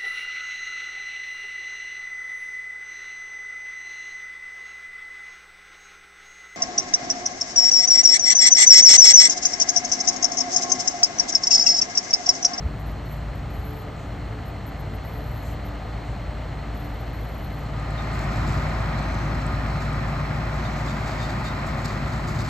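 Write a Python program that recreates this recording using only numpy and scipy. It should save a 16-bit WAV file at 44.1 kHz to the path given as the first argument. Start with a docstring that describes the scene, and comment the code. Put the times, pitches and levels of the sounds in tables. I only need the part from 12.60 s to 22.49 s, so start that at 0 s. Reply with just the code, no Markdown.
"""A steady diesel throb and clatter come from a rack-railway locomotive idling behind a coach.
High in the grass an insect scrapes its wing, and light gusts buffet the microphone.
From about five seconds a cross-fade leads to the yard and a louder, rougher engine: the exhaust
rumbles, the block knocks and the gears whine. Close by, gravel crunches and single stones clink."""
import sys
import numpy as np
from scipy import signal
from scipy.fft import rfft, irfft, next_fast_len
from scipy.io import wavfile

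SR = 44100
rng = np.random.default_rng(int(sys.argv[2]) if len(sys.argv) > 2 else 0)


def log_audio(samples):
    """Write samples as a 16-bit WAV file to the path given in sys.argv[1]."""
    # one column per channel
    frames = np.atleast_2d(samples).T
    # limit to full scale, then quantise
    limited = np.clip(frames, -1, 1)
    pcm = np.round(limited * 32767).astype(np.int16)
    wavfile.write(sys.argv[1], SR, pcm)


N = 436149
TIME = np.arange(N) / SR
FFT_SIZE, PADDED_SIZE = next_fast_len(N), next_fast_len(N + 2048)
FADE_FROM_S, FADE_TO_S = 4.97, 6.08  # the place by the coach gives way to the yard
COACH_CYCLE_HZ, YARD_CYCLE_HZ = 9.084, 9.076  # one engine cycle is two crankshaft turns


def gain_of(db):
    """Decibels to amplitude."""
    return 10 ** (np.asarray(db) / 20)

def unit_rms(x):
    """Scales to rms 1."""
    return x / np.sqrt(np.mean(x ** 2) + 1e-20)

def over_time(points):
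    """Joins rows of seconds and value into a curve over the whole scene."""
    return np.interp(TIME, *np.transpose(points))

def over_frequency(points, hz):
    """Reads a spectrum table on a log-frequency axis."""
    f, value = np.transpose(points)
    return np.interp(np.log(hz + 1), np.log(f + 1), value)

def add(mix, start_s, sound):
    """Mixes a stereo sound in at its start time."""
    part = mix[:, max(round(start_s * SR), 0):][:, :sound.shape[1]]
    part += sound[:, :part.shape[1]]

def noise(size=N):
    """Two unrelated channels of white noise."""
    return rng.standard_normal((2, size))

def drift(hz, step=1):
    """A random wander of rms 1, with up to hz swings a second, at every step-th sample."""
    t = np.linspace(0, N / SR, 4000)
    rates = hz * np.geomspace(1 / 8, 1, 24)[:, None]
    waves = np.sin(2 * np.pi * (rates * t + rng.random(rates.shape)))
    return np.interp(TIME[::step], t, unit_rms(waves.sum(0)))

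def band(hz, width_octaves, size=FFT_SIZE):
    """A narrow band of stereo noise, rms 1."""
    octaves = np.log2((np.fft.rfftfreq(size, 1 / SR) + 1) / hz)
    shape = np.exp(-.5 * (octaves / width_octaves) ** 2)
    white = rng.standard_normal(size) + .5 * noise(size)
    return unit_rms(irfft(rfft(white) * shape, size))[:, :N]

# How alike the two microphones hear each place. Each row: frequency in Hz, coherence from 0 to 1.
COACH_COHERENCE = [(100, .98), (290, 0.92), (640, 0.65), (1400, 0.73), (2600, 1), (4400, 0.78), (8000, 1),
                   (15000, 1)]
YARD_COHERENCE = [(100, 0.97), (250, 1), (400, 0.69), (640, 0.58), (1400, 0.5), (3100, 0.57), (7000, 1),
                  (15000, 1)]
def colour(pair, spectrum, coherence):
    """Two unrelated signals become the middle and side of a stereo sound with this spectrum."""
    hz = np.fft.rfftfreq(FFT_SIZE, 1 / SR)
    mid, side = rfft(pair, FFT_SIZE) * gain_of(over_frequency(spectrum, hz))
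    alike = np.clip(over_frequency(coherence, hz), 0, 1)
    width = np.sqrt((1 - alike) / (1 + alike))
    mid, side = irfft([mid, side * width], FFT_SIZE)[:, :N]
    return np.array([mid + side, mid - side]) / mid.std()


# The open air in both places. Each row: frequency in Hz, relative density in dB.
AIR_SPECTRUM = [(1000, -10), (5000, 0), (7500, 0), (8500, -3), (9500, -7), (12500, -7), (15000, -15)]
def air(level_db, coherence):
    """Leaves and distant hiss make a steady bed of high noise."""
    return gain_of(level_db) * colour(noise(), AIR_SPECTRUM, coherence)

# High swishes by the coach, thin whistles in the yard. Each row: start in seconds, level in dB.
COACH_SWISHES = [(.46, -67), (1.33, -62), (2.79, -57.5), (3.4, -64)]
YARD_WHISTLES = [(6.29, -58), (7.82, -60)]
def hiss_swells(swells, length_s, hz, width_octaves):
    """A narrow band of hiss comes and goes softly."""
    out, size = np.zeros((2, N)), int(length_s * SR)
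    for start, db in swells:
        add(out, start, gain_of(db) * band(hz, width_octaves, size) * np.hanning(size))
    return out

# Light gusts right on the microphone. Each row: start in seconds, length in seconds, level in dB.
GUSTS = [(0, 0.13, -27), (0.93, 0.12, -30), (2.658, 0.11, -32), (2.829, 0.18, -33.5), (3.442, 0.13, -38)]
def gusts(hz=75, width_octaves=0.58):
    """Each gust is a short, low push of air."""
    out = np.zeros((2, N))
    for start, length, db in GUSTS:
        size = int(length * SR)
        push = unit_rms(band(hz, width_octaves, size)[:1])
        add(out, start, gain_of(db) * push * np.hanning(size))
    return out

# An insect in the grass by the coach.
# Each row: start in seconds, length in seconds, level in dB, dip in pitch in Hz.
INSECT_RASPS = [(0.182, 0.06, -61, 100), (0.252, 0.084, -58, 300), (0.441, .15, -60, 201),
                (0.744, 0.05, -54, 330), (0.89, 0.21, -60, 320), (1.044, .2, -58.5, 220),
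                (1.847, .07, -58, 40), (2.05, .058, -56, 80), (2.17, .053, -56, 160),
                (2.33, .045, -54, 130), (2.427, .53, -58.5, 280), (3.035, 0.08, -58, 30),
                (4.136, .15, -59.5, 140), (4.27, 0.25, -66.5, 180), (4.524, 0.37, -60, 350),
                (4.89, .17, -63, 200)]
def insect(wing_hz=12920, sway_hz=30, ring_hz=135, flutter_db=3.0, echo_db=-14, echo_s=.05):
    """A file scrapes a tiny wing resonance; in each rasp the strokes flutter and the pitch dips."""
    effort, sag = np.zeros((2, 1, N))
    for start, length, db, dip_hz in INSECT_RASPS:
        progress = np.linspace(0, 1, int(length * SR))[None]
        envelope = signal.windows.tukey(progress.size, min(0.039 / length, 1))
        add(effort, start, gain_of(db) * envelope[None])
        add(sag, start, dip_hz * np.sqrt(4 * progress * (1 - progress)))
    pitch_hz = wing_hz - sag[0] + sway_hz * drift(30)
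    scrape = rng.standard_normal(N) + 1j * rng.standard_normal(N)
    ring = signal.sosfilt(signal.butter(3, ring_hz, fs=SR, output="sos"), scrape)
    wing = (ring * np.exp(2j * np.pi * np.cumsum(pitch_hz) / SR)).real
    rasp = effort * unit_rms(wing * gain_of(flutter_db * drift(50)))
    t = np.arange(SR // 4) / SR
    scatter = noise(len(t)) * np.exp(-t / echo_s)  # thrown back by the grass and trees
    echo = signal.oaconvolve(rasp, scatter / np.linalg.norm(scatter[0]))[:, :N]
    return rasp + gain_of(echo_db) * echo

# Sharp ticks in the yard. Each row: start in seconds, level in dB.
YARD_TICKS = [(5.1981, -50), (5.3063, -47), (5.531, -48.5), (5.64, -49), (6.0881, -47), (6.2044, -51),
              (6.427, -50), (6.5415, -49), (6.8648, -41), (7.3292, -45)]
def ticks(hz=8000, width_octaves=0.1, attack_s=.0003, decay_s=0.003):
    """Tiny bright ticks, each gone in a few milliseconds."""
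    out, t = np.zeros((2, N)), np.arange(1024) / SR
    envelope = (1 - np.exp(-t / attack_s)) * np.exp(-t / decay_s)
    for start, db in YARD_TICKS:
        add(out, start, gain_of(db) * band(hz, width_octaves, len(t)) * envelope)
    return out

# Stones knocking near the microphone.
# Each row: start in seconds, level in dB, pitch as a multiple of the modes, chatter time in seconds.
STONE_CLINKS = [(5.372, -48, 1.0, 0.013), (8.045, -47.5, 1.0, .01), (8.275, -48, .99, .014),
                (8.585, -47, .99, .025), (8.84, -44.5, 1.0, .018), (9.244, -48, 1.2, .008),
                (9.785, -53, 1.22, .009)]
# The ring of one stone. Each row: frequency in Hz, relative level in dB, seconds to fall by 60 dB.
STONE_MODES = [(3650, 7, 0.028), (3710, 11, 0.064), (4048, -1, .03), (4600, 6, .045), (6078, -6, .04),
               (6799, -1, .04)]
def clinks():
    """A stone chatters against its neighbours for a moment and rings in a few short modes."""
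    out, t = np.zeros((2, N)), np.arange(SR // 4) / SR
    for start, level_db, pitch, chatter in STONE_CLINKS:
        contacts = noise(len(t)) * t * np.exp(-t / chatter)
        ring = sum(gain_of(db - 60 * t / t60) * np.sin(2 * np.pi * hz * pitch * t)
                   for hz, db, t60 in STONE_MODES)
        clink = signal.fftconvolve(contacts, ring[None], axes=1)
        add(out, start, gain_of(level_db) * clink / clink[:, :SR // 20].std())
    return out

# Stones grinding together close by. Each row: frequency in Hz, relative density in dB.
GRAVEL_SPECTRUM = [(2000, -30), (3300, -13), (3700, 1), (4050, -2), (4350, -1), (4600, 4), (4830, -3),
                   (5150, 1.5), (5450, -11), (5720, -11), (5876, 0), (6000, -4), (6130, -1), (6260, -8),
                   (6390, -2), (6500, -8), (6622, -1), (6710, -11), (6804, -1), (6890, -5), (6983, 3),
                   (7250, -5), (7650, 0), (7850, -9), (8400, -9), (9500, -18), (12300, -14), (13500, -19),
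                   (15000, -24)]
# Loose gravel stirring between crunches. Each row: time in seconds, level in dB.
GRAVEL_STIR = [(5.1, -66), (5.8, -53.5), (6.4, -60), (7.7, -61.5), (8.45, -53.5), (9.0, -58), (9.85, -56.5)]
# The loudest crunches. Each row: start in seconds, level in dB, rise and decay times in seconds,
# brightness in dB per octave.
GRAVEL_CRUNCHES = [(5.40, -51, .008, 0.046, 0), (5.53, -49, .005, 0.069, 5),
                   (5.61, -50.5, .004, 0.036, 0.5), (5.715, -50, .004, .05, 0), (5.86, -49, .008, .13, 1),
                   (7.21, -47, .003, .04, 1), (7.925, -49, .01, .04, 4), (8.165, -49, .005, 0.026, 5),
                   (8.275, -45, .007, 0.04, 1), (8.455, -43, .007, 0.078, -4), (8.58, -40.5, .025, .08, -6),
                   (8.69, -43, .003, .025, -4), (8.838, -41, .009, .05, -3), (9.06, -45, .008, .03, 6),
                   (9.17, -47, .008, .03, 3), (9.244, -39, .002, .022, 0), (9.27, -41, 0.011, .052, -5),
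                   (9.525, -43, .007, 0.027, 1), (9.669, -44, .006, 0.066, 1),
                   (9.783, -39.5, 0.0037, 0.033, -2), (9.835, -45, .01, .1, -1)]
def gravel(grains_per_s=2200, spread_db=1.5, clump_db=1.5, scuffs_per_s=4.7, scuff_db=6):
    """Each crunch is a dying burst of tiny stone clicks; loose stones stir and scuff in between."""
    clicks = noise() * (rng.random(N) < grains_per_s / SR)
    clicks *= gain_of(spread_db * np.minimum(rng.exponential(1, N), 4))
    clumps = (unit_rms(clicks) + 0.45 * noise()) * gain_of(clump_db * drift(110))
    grit = colour(clumps, GRAVEL_SPECTRUM, YARD_COHERENCE)
    t = np.arange(SR // 2) / SR
    scuff_starts = 1.0 * (rng.random(N) < scuffs_per_s / SR)
    scuff_envelope = (1 - np.exp(-t / 0.0013)) * np.exp(-t / 0.033)
    scuffs = gain_of(scuff_db) * signal.oaconvolve(scuff_starts, scuff_envelope)[:N]
    stir = gain_of(over_time(GRAVEL_STIR)) * np.hypot(gain_of(1.1 * drift(9.8)), scuffs)
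    out = stir * grit * (TIME > FADE_FROM_S)
    octaves = np.log2(np.clip(np.fft.rfftfreq(len(t), 1 / SR), 3000, 9000) / 5000)
    for start, db, rise, decay, tilt_db in GRAVEL_CRUNCHES:
        burst = grit[:, rng.integers(N - len(t)):][:, :len(t)]
        burst = unit_rms(irfft(rfft(burst) * gain_of(tilt_db * octaves), len(t)))
        envelope = (1 - np.exp(-t / rise)) * np.exp(-t / decay)
        add(out, start, gain_of(db) * burst * envelope)
    return out


def engine_tones(partials, lag_s, waver, smear, step=8):
    """Tones follow the engine's speed; moving air shakes the level and pitch of the higher ones most."""
    t, out = (TIME + lag_s)[::step], 0
    for hz, db in partials:
        depth = waver * np.sqrt(hz / (hz + 300))
        blur = smear * hz / (hz + 900) * drift(12, step)
        level = gain_of(db) * (1 + depth * drift(5, step)) / np.sqrt(1 + depth ** 2)
        out = out + level * np.sin(2 * np.pi * (hz * t + rng.random()) + blur)
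    return np.sqrt(2) * signal.resample_poly(out, step, 1, window=("kaiser", 9))[:N]

def clatter(cycles, repeat, knock_db=2.0, gallop_db=0.0, per_turn=0.38):
    """Twelve unequal knocks a cycle; part of the rattle recurs in every cycle or crankshaft turn."""
    phase, size = cycles % 1, SR // 9
    place = (phase * size).astype(int) % size
    each_cycle = noise(size)[:, place]
    each_turn = noise(size)[:, place % (size // 2)]
    recurring = np.sqrt(1 - per_turn) * each_cycle + np.sqrt(per_turn) * each_turn
    rattle = np.sqrt(repeat) * recurring + np.sqrt(1 - repeat) * noise()
    firing = phase * 12
    strength = rng.permutation(np.linspace(0, 2, 12))[firing.astype(int)]
    knocks = strength * np.exp(-(firing % 1) / 0.27)
    gallop = np.cos(4 * np.pi * cycles)  # once a turn of the crankshaft
    return rattle * gain_of(knock_db * knocks + gallop_db * gallop)

# Exhaust rumble, and clatter from the block and its covers, heard from beyond the coach.
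# Each row: frequency in Hz, relative density in dB.
COACH_RUMBLE = [(15, -50), (26, -41), (36, -7), (50, -1.5), (92, 0), (135, -10), (200, -8.5), (270, -13),
                (400, -18.5), (600, -25), (1500, -132)]
COACH_CLATTER = [(200, -21), (420, -6.5), (680, 0), (860, -2), (930, -6.5), (1300, -6.5), (1650, -10),
                 (2020, -8), (2350, -14), (3050, -16.5), (3800, -21.5), (4900, -29.5), (8000, -39.5),
                 (10000, -58)]
# The higher exhaust and fan tones. Each row: frequency in Hz, level in dB.
COACH_TONES = [(104.6, -53.5), (109.5, -42), (119.1, -44.5), (127.8, -51), (164.2, -52.5), (195.1, -54.5),
               (238.2, -63), (290.2, -50), (296.2, -54.5), (357.2, -59.5), (511.1, -71), (580, -59.5),
               (602.4, -56), (657.1, -58.5), (766.6, -60), (1241.4, -57.5)]
# As the train creeps nearer, block and intake carry better and one fan tone dies down.
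# Each row: time in seconds, level in dB.
COACH_CARRY = [(0, -42.5), (2.3, -41.5), (3.4, -40.5)]
FAN_LEVEL = [(0, -55), (1.8, -52), (2.6, -55), (5, -60)]
def coach_engine(fan_hz=437.6, intake_hz=4216):
    """The locomotive idles in the open air behind the coach, with a thin hiss from its intake."""
    carry = gain_of(over_time(COACH_CARRY))
    lag_s = .0005 * drift(1.2) + .00006 * drift(14)  # the governor hunts a little
    rumble = gain_of(-35.5 + 0.29 * drift(4)) * colour(noise(), COACH_RUMBLE, COACH_COHERENCE)
    rattle = clatter(COACH_CYCLE_HZ * (TIME + lag_s), repeat=0.43)
    block = carry * colour(rattle, COACH_CLATTER, COACH_COHERENCE)
    intake = carry * gain_of(-18.0) * band(intake_hz, width_octaves=0.066)
    outdoors = air(-62.0, COACH_COHERENCE)
    fan = gain_of(over_time(FAN_LEVEL)) * engine_tones([(fan_hz, 0)], lag_s, waver=0.89, smear=1.5)
    hum = engine_tones(COACH_TONES, lag_s, waver=0.55, smear=0.63)
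    return (rumble + block + intake + outdoors + fan + hum) * gain_of([[.3], [-.3]])

# Hiss from the engine in the yard. Each row: centre in Hz, width in octaves, level in dB.
HISS_BANDS = [(4160, 0.076, -53.5), (5060, 0.047, -65), (6160, 0.023, -70)]
# Its slow swell. Each row: time in seconds, gain in dB.
HISS_SWELL = [(5.3, 2.5), (6.1, -2), (6.38, 1), (6.7, -0.5), (7.15, .5), (7.6, -2.5), (8.3, -1), (9.8, -1)]
def engine_hiss():
    """Three narrow bands of hiss swell and sink together."""
    hiss = sum(gain_of(db) * band(hz, width) for hz, width, db in HISS_BANDS)
    return hiss * gain_of(over_time(HISS_SWELL) + drift(10))

# Strain on the gears in the yard, heard as whine. Each row: time in seconds, level in dB.
WHINE_LEVEL = [(5.2, -38), (5.7, -46.5), (6.2, -45.5), (7.3, -43.5), (7.9, -47.5)]
def gear_whine(teeth_per_cycle=136):
    """Meshing teeth sing one narrow, unsteady note."""
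    mesh = np.exp(2j * np.pi * teeth_per_cycle * YARD_CYCLE_HZ * TIME)
    waver = 2.0 + drift(18) + 1j * drift(18)
    return gain_of(over_time(WHINE_LEVEL)) * unit_rms((waver * mesh).real)

# A low boom in the yard. Each row: time in seconds, level in dB.
BOOM_LEVEL = [(5.3, -40), (5.8, -30.5), (6.3, -34), (7.2, -36), (7.8, -50), (9.85, -60)]
def yard_boom(hz=98, width_octaves=0.37):
    """A band of deep noise swells and dies away."""
    return gain_of(over_time(BOOM_LEVEL)) * unit_rms(band(hz, width_octaves)[:1])

# Exhaust rumble and block clatter in the yard. Each row: frequency in Hz, relative density in dB.
YARD_RUMBLE = [(15, -40), (27, -27), (37, -20), (62, -3.5), (115, 0), (160, -3), (230, -6), (300, -12.5),
               (380, -12.5), (450, -29.5), (1500, -123)]
YARD_CLATTER = [(250, -16.5), (450, -8.5), (600, -1.5), (750, -0.5), (950, -3.5), (1270, -2.5),
                (1600, -7.5), (1950, -5.5), (2450, -12), (2800, -18.5), (3300, -19.5), (5600, -26.5),
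                (8000, -75), (10000, -84)]
# The higher exhaust and fan tones. Each row: frequency in Hz, relative level in dB.
YARD_TONES = [(44.4, -43.5), (109.0, -36.5), (118.6, -40.5), (154.2, -44), (222, -47.5), (265, -47.5),
              (288.4, -48.5), (544.6, -50.5), (617.2, -49.5), (653.5, -54), (662.5, -53.5), (735.2, -48.5),
              (1007.4, -55), (1071, -57), (1325.1, -55), (1361.4, -53)]
# The engine draws slowly away. Each row: time in seconds, rumble level in dB, clatter level in dB.
YARD_LEVELS = [(5.8, -29, -32.5), (6.7, -30.5, -34.5), (7.7, -31, -34.5), (8.5, -31.5, -33.5),
               (9.85, -29.5, -35)]
def yard_engine(right_delay_samples=2):
    """The louder, rougher engine rumbles and knocks in the open air, a little to the left."""
    times, rumble_db, clatter_db = np.transpose(YARD_LEVELS)
    lag_s = .0003 * drift(1.2) + .00003 * drift(14)
    boom = yard_boom()
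    rumble = colour(noise(), YARD_RUMBLE, YARD_COHERENCE)
    rumble *= gain_of(np.interp(TIME, times, rumble_db) + 0.23 * drift(3))
    rattle = clatter(YARD_CYCLE_HZ * (TIME + lag_s), repeat=0.34, gallop_db=0.3)
    block = colour(rattle, YARD_CLATTER, YARD_COHERENCE)
    block *= gain_of(np.interp(TIME, times, clatter_db) + 0.15 * drift(3.9))
    hiss = engine_hiss()
    outdoors = air(-57.0, YARD_COHERENCE)
    whine = gear_whine()
    load_db = 0.42 * (over_time(THROB_LEVEL) + 26.4)  # the hum eases off with the throb
    hum = gain_of(load_db) * engine_tones(YARD_TONES, lag_s, waver=0.45, smear=1.0)
    left, right = rumble + boom + block + whine + hum
    return np.array([left, np.roll(right, right_delay_samples)]) + hiss + outdoors

def engine_note(hz, level_db):
    """A pure tone of moving pitch and level, 1 dB stronger at the left microphone."""
    turns = np.cumsum(hz) / SR
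    return gain_of(level_db) * np.sqrt(2) * np.sin(2 * np.pi * turns) * gain_of([[.5], [-.5]])

# The firm higher note of the engines in both places. Each row: time in seconds, level in dB.
DRONE_LEVEL = [(0, -40), (1, -41), (1.4, -53), (1.9, -44), (2.65, -39.5), (3.05, -51), (3.6, -43),
               (4.8, -44.5), (5.3, -35.5), (6.2, -38.5), (6.9, -35.5), (8.4, -34.5), (8.7, -37.5),
               (9.8, -35)]
def drone(fade, coach_hz=145.3, yard_hz=144.5):
    """An engine note at sixteen beats a cycle pulses gently and runs on through the change of place."""
    hz = coach_hz + (yard_hz - coach_hz) * fade + 0.28 * drift(2)
    return engine_note(hz, over_time(DRONE_LEVEL) + 2.0 * drift(6))

# The deep exhaust throb in both places. Each row: time in seconds, level in dB.
THROB_LEVEL = [(0, -32.5), (.95, -35.5), (1.3, -35), (1.4, -43), (1.55, -34.5), (1.9, -39), (3.2, -34),
               (4.9, -33.5), (5.8, -28.5), (6.8, -29), (7.6, -31), (9.85, -34.5)]
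# How unevenly it surges behind the coach. Each row: time in seconds, swing in dB.
THROB_SURGE = [(0, 1.5), (1.9, 2), (2.6, 0), (5.5, 0)]
def throb(fade, coach_hz=54.95, yard_hz=54.55):
    """The exhaust's firing note, six beats a cycle, surges at first and runs on into the yard."""
    hz = coach_hz + (yard_hz - coach_hz) * fade + 0.13 * drift(2.07)
    return engine_note(hz, over_time(THROB_LEVEL) + over_time(THROB_SURGE) * drift(9))


# How the yard leans across the microphones. Each row: frequency in Hz, left minus right in dB.
YARD_BALANCE = [(1300, 1), (2200, -1.3), (2700, .3), (3500, 1.8), (5700, 2), (6100, 5.5), (7000, 4),
                (7500, 0)]
def in_yard(sound, bounce_s=.0019, bounce_db=-21.5):
    """Some bands lean to one side; the right microphone also hears a bounce off something close by."""
    hz = np.fft.rfftfreq(PADDED_SIZE, 1 / SR)
    lean = gain_of(over_frequency(YARD_BALANCE, hz) * [[.5], [-.5]])
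    left, right = rfft(sound, PADDED_SIZE) * lean
    bounce = gain_of(bounce_db) * np.exp(-2j * np.pi * hz * bounce_s)
    return irfft([left, right * (1 + bounce)], PADDED_SIZE)[:, :N]

def scene():
    """The place by the coach, then the yard, joined by an equal-power cross-fade."""
    fade = np.clip((TIME - FADE_FROM_S) / (FADE_TO_S - FADE_FROM_S), 0, 1)
    coach = np.cos(fade * np.pi / 2) * (coach_engine() + insect() + gusts())
    coach += hiss_swells(COACH_SWISHES, length_s=.18, hz=7100, width_octaves=0.22)
    yard = np.sin(fade * np.pi / 2) * yard_engine() + gravel() + clinks() + ticks()
    yard += hiss_swells(YARD_WHISTLES, length_s=.54, hz=6100, width_octaves=0.058)
    return throb(fade) + drone(fade) + coach + in_yard(yard)

# How far the left microphone port leads the right. Each row: frequency in Hz, phase in radians.
PORT_LEAD = [(2500, 0), (3500, .6), (4800, .5), (5800, 0), (7300, 0), (8000, -.7), (8700, -1.5),
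             (9400, -2.8), (10700, -3.5), (11600, -4.7), (12300, -5.5), (13000, -6.28)]
def record(dry, edge_hz=15250):
    """The two microphone ports fall out of step in the treble; the recorder cuts off the very top."""
    lead = over_frequency(PORT_LEAD, np.fft.rfftfreq(PADDED_SIZE, 1 / SR))
    spectrum = rfft(dry, PADDED_SIZE) * np.exp(1j * lead * [[.5], [-.5]])
    at_ports = irfft(spectrum, PADDED_SIZE)[:, :N]
    lowpass = signal.firwin(511, edge_hz, window=("kaiser", 9), fs=SR)
    return signal.oaconvolve(at_ports, lowpass[None], "same")


dry = scene()
out = record(dry)
log_audio(out)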